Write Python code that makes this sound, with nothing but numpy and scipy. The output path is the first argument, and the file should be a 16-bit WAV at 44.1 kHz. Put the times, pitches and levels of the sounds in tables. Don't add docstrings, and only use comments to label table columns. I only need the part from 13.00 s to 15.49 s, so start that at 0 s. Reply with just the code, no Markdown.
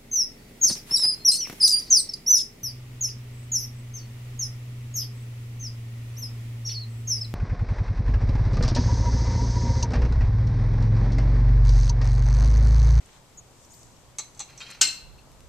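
import sys
import numpy as np
from scipy import signal
from scipy.fft import rfft, irfft
from scipy.io import wavfile
from scipy.ndimage import uniform_filter1d

SR = 44100
rng = np.random.default_rng(int(sys.argv[2]) if len(sys.argv) > 2 else 0)


def bounce(signal):
    frames = np.transpose(np.atleast_2d(signal))
    limited = np.clip(frames, -1, 1)
    pcm = np.round(limited * 32767).astype(np.int16)
    wavfile.write(sys.argv[1], SR, pcm)


def undo_db(level):
    steps = np.asarray(level, float) / 20
    return 10 ** steps


N = 109720


def read(points, hz):
    f, value = np.transpose(points)
    return np.interp(np.log(hz + 1), np.log(f + 1), value)


def over_time(points, column=1):
    table = np.array(points)
    return np.interp(np.arange(N) / SR, table[:, 0], table[:, column])


def evened(x):
    return x / np.sqrt(np.mean(x ** 2) + 1e-20)


def add(mix, start_s, sound):
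    part = mix[round(start_s * SR):][:len(sound)]
    part += sound[:len(part)]


def resonate(x, pitch_hz, width_hz):
    turn = np.exp(2j * np.pi * np.cumsum(pitch_hz * np.ones(len(x))) / SR)
    radius = np.exp(-np.pi * width_hz / SR)
    return 2 * (turn * signal.lfilter([1 - radius], [1, -radius], x / turn)).real


def narrow_noise(size, pitch_hz, width_hz):
    once = resonate(rng.standard_normal(size), pitch_hz, width_hz)
    return evened(resonate(once, pitch_hz, width_hz))


def coloured(x, points, share=1):
    hz = np.fft.rfftfreq(x.shape[-1], 1 / SR)
    return irfft(rfft(x) * undo_db(share * read(points, hz)), x.shape[-1])


# pitch_hz, likeness (0 to 1)
PORT_LIKENESS = [(60, 1), (180, 0.56), (540, 0.67), (1630, 0.39), (4900, 0.029), (14700, 0.29)]


def hiss(colour, patchy_db, size):
    hz = np.fft.rfftfreq(size, 1 / SR)
    a, b, c, d, patches = rng.standard_normal((4 * N // size + 5, len(hz), 5)).T
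    patches = uniform_filter1d(uniform_filter1d(patches, size=9, axis=0), size=6, axis=1)
    same = np.clip(read(PORT_LIKENESS, hz), -1, 1)[:, None]
    left = a + 1j * b
    right = same * left + np.sqrt(1 - same ** 2) * (c + 1j * d)
    gain = undo_db(read(colour, hz)[:, None] + patchy_db * evened(patches))
    noise = signal.istft(np.array([left, right]) * gain, nperseg=size, noverlap=3 * size // 4)[1]
    return evened(noise[:, :N])


# pitch_hz, density_db (dB per Hz)
WASH_SPECTRUM = [(20, -8), (124, -9), (1000, -15), (1700, -23), (5500, -24.5), (8000, -24), (9800, -33),
                 (14500, -33.5)]
# pitch_hz, left_minus_right_db
WASH_BALANCE = [(60, -3.5), (180, 2), (540, 1.5), (1630, 1.5), (4900, 1), (14700, 2)]


def traffic_wash():
    wash = undo_db(-54.5) * hiss(WASH_SPECTRUM, 0.43, size=1024)
    return np.array([coloured(wash[0], WASH_BALANCE, 0.24), coloured(wash[1], WASH_BALANCE, -1.4)])


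# start_s, pitch_hz, level_db
DRONE_COURSE = [(0, 130.4, -70.5), (.35, 126.3, -62), (.7, 118.5, -63.5), (1.05, 117.8, -62.5),
                (1.3, 128.9, -64.5), (1.65, 129, -59), (2.49, 131.3, -64.5)]


def traffic_drone():
    pitch_hz = over_time(DRONE_COURSE)
    blur = evened(resonate(rng.standard_normal(N), pitch_hz, 33))
    tone = 1.05 * np.sin(2 * np.pi * np.cumsum(pitch_hz) / SR)
    return undo_db(over_time(DRONE_COURSE, column=2)) * (blur + tone)


# start_s, level_db
WIND_GUSTS = [(0, -81), (.8, -63), (1.5, -67), (2.0, -61.5), (2.06, -45.5), (2.16, -52.5), (2.3, -59),
              (2.44, -52), (2.49, -51)]


def wind():
    band = signal.butter(2, [34, 75], "band", fs=SR, output="sos")
    lumps = evened(signal.sosfilt(band, rng.standard_normal((2, N))))
    port_db = np.array([[-4], [1]])
    return undo_db(over_time(WIND_GUSTS) + port_db) * lumps


def bird():
    start_s, length_s, echo_delay_s = 0.372, 0.031, 0.047
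    t, out = np.arange(0, length_s, 1 / SR), np.zeros(N)
    swoop_hz = 1680 * np.exp(-t / 0.00186)
    upper = np.sin(2 * np.pi * np.cumsum(6780 + swoop_hz) / SR)
    lower = 0.55 * np.sin(2 * np.pi * np.cumsum(6430 + swoop_hz) / SR)
    chip = undo_db(-42) * (upper + lower) * np.sin(np.pi * t / length_s) ** 0.52
    add(out, start_s, chip)
    add(out, start_s + echo_delay_s, undo_db(-24) * chip)
    return out


# start_s, level_db, pitch_hz, width_hz, t60_s
WIRE_TICKS = [(.058, -46, 7250, 3000, 0.021), (.087, -51, 2730, 1490, 0.036),
              (.646, -43, 6100, 1500, 0.024), (.74, -41, 5040, 1200, 0.019), (.8305, -39, 5610, 2500, .015),
              (.868, -47.5, 6220, 700, 0.016), (.916, -50, 5210, 900, .02), (.9635, -49, 5320, 1200, .02),
              (1.347, -48, 5000, 1500, .02), (1.576, -43, 5750, 700, 0.089),
              (1.702, -38.5, 7800, 4000, .026), (1.712, -33.5, 7650, 2482, 0.017),
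              (2.27, -43, 507.4, 302, 0.036), (2.4055, -36, 4530, 5000, 0.0062),
              (2.445, -51, 5960, 2000, 0.017), (2.486, -44.5, 6470, 2000, .026)]


def wire_ticks():
    out, t = np.zeros(N), np.arange(SR // 4) / SR
    for start_s, level_db, pitch_hz, width_hz, t60_s in WIRE_TICKS:
        snap = narrow_noise(len(t), pitch_hz, width_hz)
        rise = np.minimum(10 * t / t60_s, 1)
        add(out, start_s, undo_db(level_db - 3 - 60 * t / t60_s) * rise * snap)
    return out


# start_s, level_db, t60_s, pitch_hz
NARROW_RINGS = [
    (.345, -68, .08, 14200),
    (.648, -74, 0.11, 13900),
    (.73, -67, 0.32, 13900),
    (1.5, -72, .15, 13800),
    (1.738, -61, .1, 14250),
    (1.93, -62, 0.13, 13900),
    (2.18, -54, 0.13, 2704),
    (2.185, -57, .12, 4230),
]


def narrow_rings():
    out, t = np.zeros(N), np.arange(SR // 4) / SR
    for start_s, level_db, t60_s, pitch_hz in NARROW_RINGS:
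        ring = evened(resonate(rng.standard_normal(len(t)), pitch_hz, 60))
        add(out, start_s, undo_db(level_db - 60 * t / t60_s) * ring)
    return out


def cloth_zip():
    out, t = np.zeros(N), np.arange(SR // 4) / SR
    way = np.minimum(t / 0.05, 1)
    pitch_hz = 6200 + (7500 - 6200) * way
    add(out, 0.696, undo_db(-56) * np.sin(np.pi * way) * narrow_noise(len(t), pitch_hz, 570))
    return out


# start_s, level_db
SLEEVE_MOTION = [(.3, -76), (.55, -68), (.62, -60), (.69, -64.5), (.72, -57), (.82, -58), (.9, -65),
                 (1.0, -66.5), (1.15, -79)]
# pitch_hz, density_db (dB per Hz)
SLEEVE_SPECTRUM = [(880, -44.5), (1500, -20), (3450, -9), (5150, 8), (5600, 9.5), (7010, 16.5),
                   (12800, -12.5), (14000, -16)]


def sleeve():
    return undo_db(over_time(SLEEVE_MOTION)) * hiss(SLEEVE_SPECTRUM, 1.1, size=256)


# start_s, level_db
SHOE_MOTION = [(0, -62.5), (.1, -61), (.18, -57), (.22, -86), (.33, -68), (.4, -89)]
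# pitch_hz, density_db (dB per Hz)
SHOE_SPECTRUM = [(530, -28), (900, -2), (4150, -5.5), (4830, -8.5), (7370, -6.5), (12000, -32.5),
                 (15600, -64), (22000, -120)]


def shoe():
    return undo_db(over_time(SHOE_MOTION)) * hiss(SHOE_SPECTRUM, 2.7, size=256)


def struck(hits, modes, buzz, buzz_db, buzz_t60, mesh_db):
    out, t = np.zeros(N), np.arange(SR // 2) / SR
    pitch_hz, mode_db, t60_s = np.tile(np.transpose(modes), 3)[:, :, None]
    side = np.repeat([-1, 0, 1], len(modes))[:, None]
    pitch_hz = pitch_hz * (1 + 0.005 * (side + rng.uniform(-0.3, 0.28, pitch_hz.shape)))
    t60_s = t60_s * rng.uniform(0.46, 1.02, pitch_hz.shape)
    rise = np.minimum(t * pitch_hz / 1.5, 1)
    rings = undo_db(mode_db - 60 * t / t60_s) * np.sin(2 * np.pi * pitch_hz * t) * rise
    flutter = evened(uniform_filter1d(rng.standard_normal(rings.shape), size=330))
    rings = rings * undo_db(5 * np.minimum(t / 0.03, 1) * flutter)
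    mesh_t60_s = 0.29
    fall = undo_db(buzz_db - 60 * t / buzz_t60) + undo_db(mesh_db - 60 * t / mesh_t60_s)
    octaves = [(625, -2), (5000, 0), (20000, 1.5)]
    for start_s, level_db, tilt_db in hits:
        dense = evened(coloured(rng.standard_normal(len(t)), buzz)) * fall
        shares = rng.choice([-1, 1], len(pitch_hz)) * rng.uniform(0.56, 1.195, len(pitch_hz))
        blow = coloured(0.23 * shares @ rings + dense, octaves, tilt_db)
        add(out, start_s, undo_db(level_db) * np.minimum(t / 0.00067, 1) * blow)
    return out


# pitch_hz, density_db (dB per Hz)
COLLAR_DENSE = [(470, -18), (800, -5.5), (2690, 4.5), (3440, -9), (4240, 1), (4680, 0.5), (13400, -33.5),
                (15000, -48.5)]
# start_s, level_db
SLIDE_MOTION = [(1.47, -71), (1.5, -53), (1.55, -62), (1.6, -59.5), (1.66, -54), (1.71, -48.5), (1.75, -53),
                (1.8, -59), (1.82, -65.5)]
# pitch_hz, level_db
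SLIDE_SQUEAL = [(1384, -9), (2440, -10), (2735, -13), (3219, -12), (4110, -1), (6170, -8)]


def collar_slide():
    flicker = evened(uniform_filter1d(rng.standard_normal(N), size=120))
    grit = rng.standard_normal(N) * undo_db(2.2 * flicker)
    rings = np.zeros(N)
    for pitch_hz, level_db in SLIDE_SQUEAL:
        rings += undo_db(level_db) * evened(resonate(resonate(grit, pitch_hz, 70), pitch_hz, 70))
    first_s, last_s = SLIDE_MOTION[0][0], SLIDE_MOTION[-1][0]
    moving = abs(np.arange(N) / SR - (first_s + last_s) / 2) < (last_s - first_s) / 2
    return moving * undo_db(over_time(SLIDE_MOTION)) * (evened(coloured(grit, COLLAR_DENSE)) + 0.51 * rings)


# start_s, level_db, tilt_db (dB per octave)
COLLAR_TOUCHES = [(1.5, -56, -4), (1.6035, -28.5, 1.5), (1.608, -37, -0.5), (1.612, -34.5, -4),
                  (1.617, -33.5, 1), (1.627, -44, 9), (1.665, -37.5, -1), (1.692, -42, -6),
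                  (1.702, -37.5, 1), (1.71, -39, 4), (1.732, -45, 1)]
# pitch_hz, level_db, t60_s
COLLAR_MODES = [(1397, -14, 0.15), (2490, -7, 0.14), (2735, -18, .2), (3178, -0.5, .1), (3709, -5, .08),
                (4030, -10, 0.44), (4377, -8, .15), (5860, -11.5, .15), (7300, -9.5, 0.11)]


def collar_touches():
    return struck(COLLAR_TOUCHES, COLLAR_MODES, COLLAR_DENSE, -17.5, 0.075, -21.0)


# start_s, level_db, tilt_db (dB per octave)
FORK_TOUCHES = [(1.1848, -17.5, 3.5), (1.193, -26.5, -3), (1.198, -26.5, -4.5), (1.348, -45.5, -2),
                (1.374, -43, -1), (1.3935, -24, 2), (1.4025, -23.5, -3.5), (1.4065, -26.5, -3),
                (1.5755, -40, 2), (1.578, -45, 3), (1.589, -48, 3), (1.598, -45, 8)]
# pitch_hz, level_db, t60_s
CLINK_MODES = [(3435, -14.5, 0.21), (3700, -20, 0.14), (3860, -20.5, 0.2), (4045, -15.5, 0.2),
               (4240, -14, 0.11), (4410, -18, 0.128), (4380, -13.5, .13), (4670, -21.5, .15),
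               (6150, -4, 0.12), (6200, -4.5, 0.067), (6835, -17.5, .12), (7262, -15, .12),
               (7690, -3, 0.089), (8040, -13, 0.074),
               (806, -12.5, 0.066), (1180, -15.5, 0.1), (1766, -29, 0.1), (1940, -22.5, 0.17),
               (2200, -18.5, .15), (2440, -21, 0.12), (2724, -22, 0.23), (5670, -21, .1),
               (9970, -14.5, 0.048)]
# pitch_hz, density_db (dB per Hz)
FORK_DENSE = [(120, -68), (200, -25.5), (1150, -19), (2210, -21.5), (4090, -15.5), (5170, -18), (6300, 0),
              (10100, -30.5), (15000, -43.5)]


def fork_clinks():
    return struck(FORK_TOUCHES, CLINK_MODES, FORK_DENSE, -11, 0.054, -30.5)


# start_s, level_db, tilt_db (dB per octave)
POST_BLOWS = [
    (1.8112, -17, -0.5),
    (1.8138, -8.5, 0),
    (1.8178, -14.5, -1.5),
    (1.824, -25.5, 0.5),
    (1.834, -27, -3),
    (1.856, -36.5, -5),
    (1.877, -31.5, -4),
]
# pitch_hz, level_db, t60_s
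CLANK_MODES = [(296, -16, 0.039), (1319, -18.5, 0.18), (1530, -9.5, 0.11), (2118, -17.5, 0.26),
               (2460, -18, .25), (2614, -16, .3), (2710, -17, 0.52), (2758, -18, .4), (2838, -13, 0.26),
               (3040, -15, 0.38), (3676, -13, .2), (4100, -13.5, 0.52), (4340, -13, 0.28),
               (4240, -8.5, 0.62),
               (582, -33, 0.0526), (4500, -5, .15), (5050, -6, .15), (5210, -4.5, .15), (5690, -12, 0.21),
              (6040, -16, 0.17), (6449, -29, .2), (7041, -22, 0.15), (7220, -8, 0.11), (7500, -9.5, 0.13),
              (7600, -9, .25), (8200, -18, 0.22), (8870, -16, .08)]
# pitch_hz, density_db (dB per Hz)
POST_DENSE = [(300, -27), (1000, -13), (1500, -7.5), (3500, 0.5), (7500, 3.5), (9000, -5.5), (10000, -18),
              (14500, -22.5)]


def post_clank():
    return struck(POST_BLOWS, CLANK_MODES, POST_DENSE, -2.6, 0.049, -18.5)


# pitch_hz, t60_s
YARD_DECAY = [(300, 0.82), (1500, 0.53), (4000, 0.42), (8000, 0.33), (14000, 0.52)]


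def yard(x):
    taps = np.zeros((2, SR // 2))
    at = np.arange(300, SR // 2 - 20, 20) + rng.integers(0, 20, (2, (SR // 2 - 301) // 20))
    np.put_along_axis(taps, at, rng.choice([-1., 1.], at.shape), 1)
    taps[1] = 0.23 * taps[0] + 2.1 * taps[1]
    hz, t, bands = signal.stft(taps, SR, nperseg=256)
    decay = undo_db(-60 * t / read(YARD_DECAY, hz)[:, None])
    tail = signal.istft(bands * decay, SR, nperseg=256)[1]
    tail = tail / np.linalg.norm(tail, axis=1)[:, None]
    return signal.fftconvolve(x[None], tail, axes=1)[:, :N]


# pitch_hz, left_minus_right_db
PORT_COLOUR = [(300, -1.5), (4500, 1.5), (6200, -7), (7200, 10), (8200, 18), (11000, 13), (14000, 22)]


def scene():
    outdoors = traffic_wash() + traffic_drone() + wind()
    chip = bird()
    wires = wire_ticks() + narrow_rings() + cloth_zip()
    body = sleeve() + shoe()
    gate = collar_slide() + collar_touches() + fork_clinks() + post_clank()
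    echoes = undo_db(-10) * yard(gate + undo_db(-11) * chip)
    near = gate + echoes + chip + wires + body
    return np.array([coloured(near[0], PORT_COLOUR, 0.4), coloured(near[1], PORT_COLOUR, -0.74)]) + outdoors


def roll_off(x):
    return signal.sosfilt(signal.butter(12, 14600, fs=SR, output="sos"), x)


def record(dry):
    limited = 1.4 * np.tanh(dry / 1.4)
    edge = signal.firwin(255, 14300, window=("kaiser", 6), fs=SR)[None]
    finished = signal.oaconvolve(limited, edge, "same")
    return roll_off(finished)


dry = scene()
out = record(dry)
bounce(out)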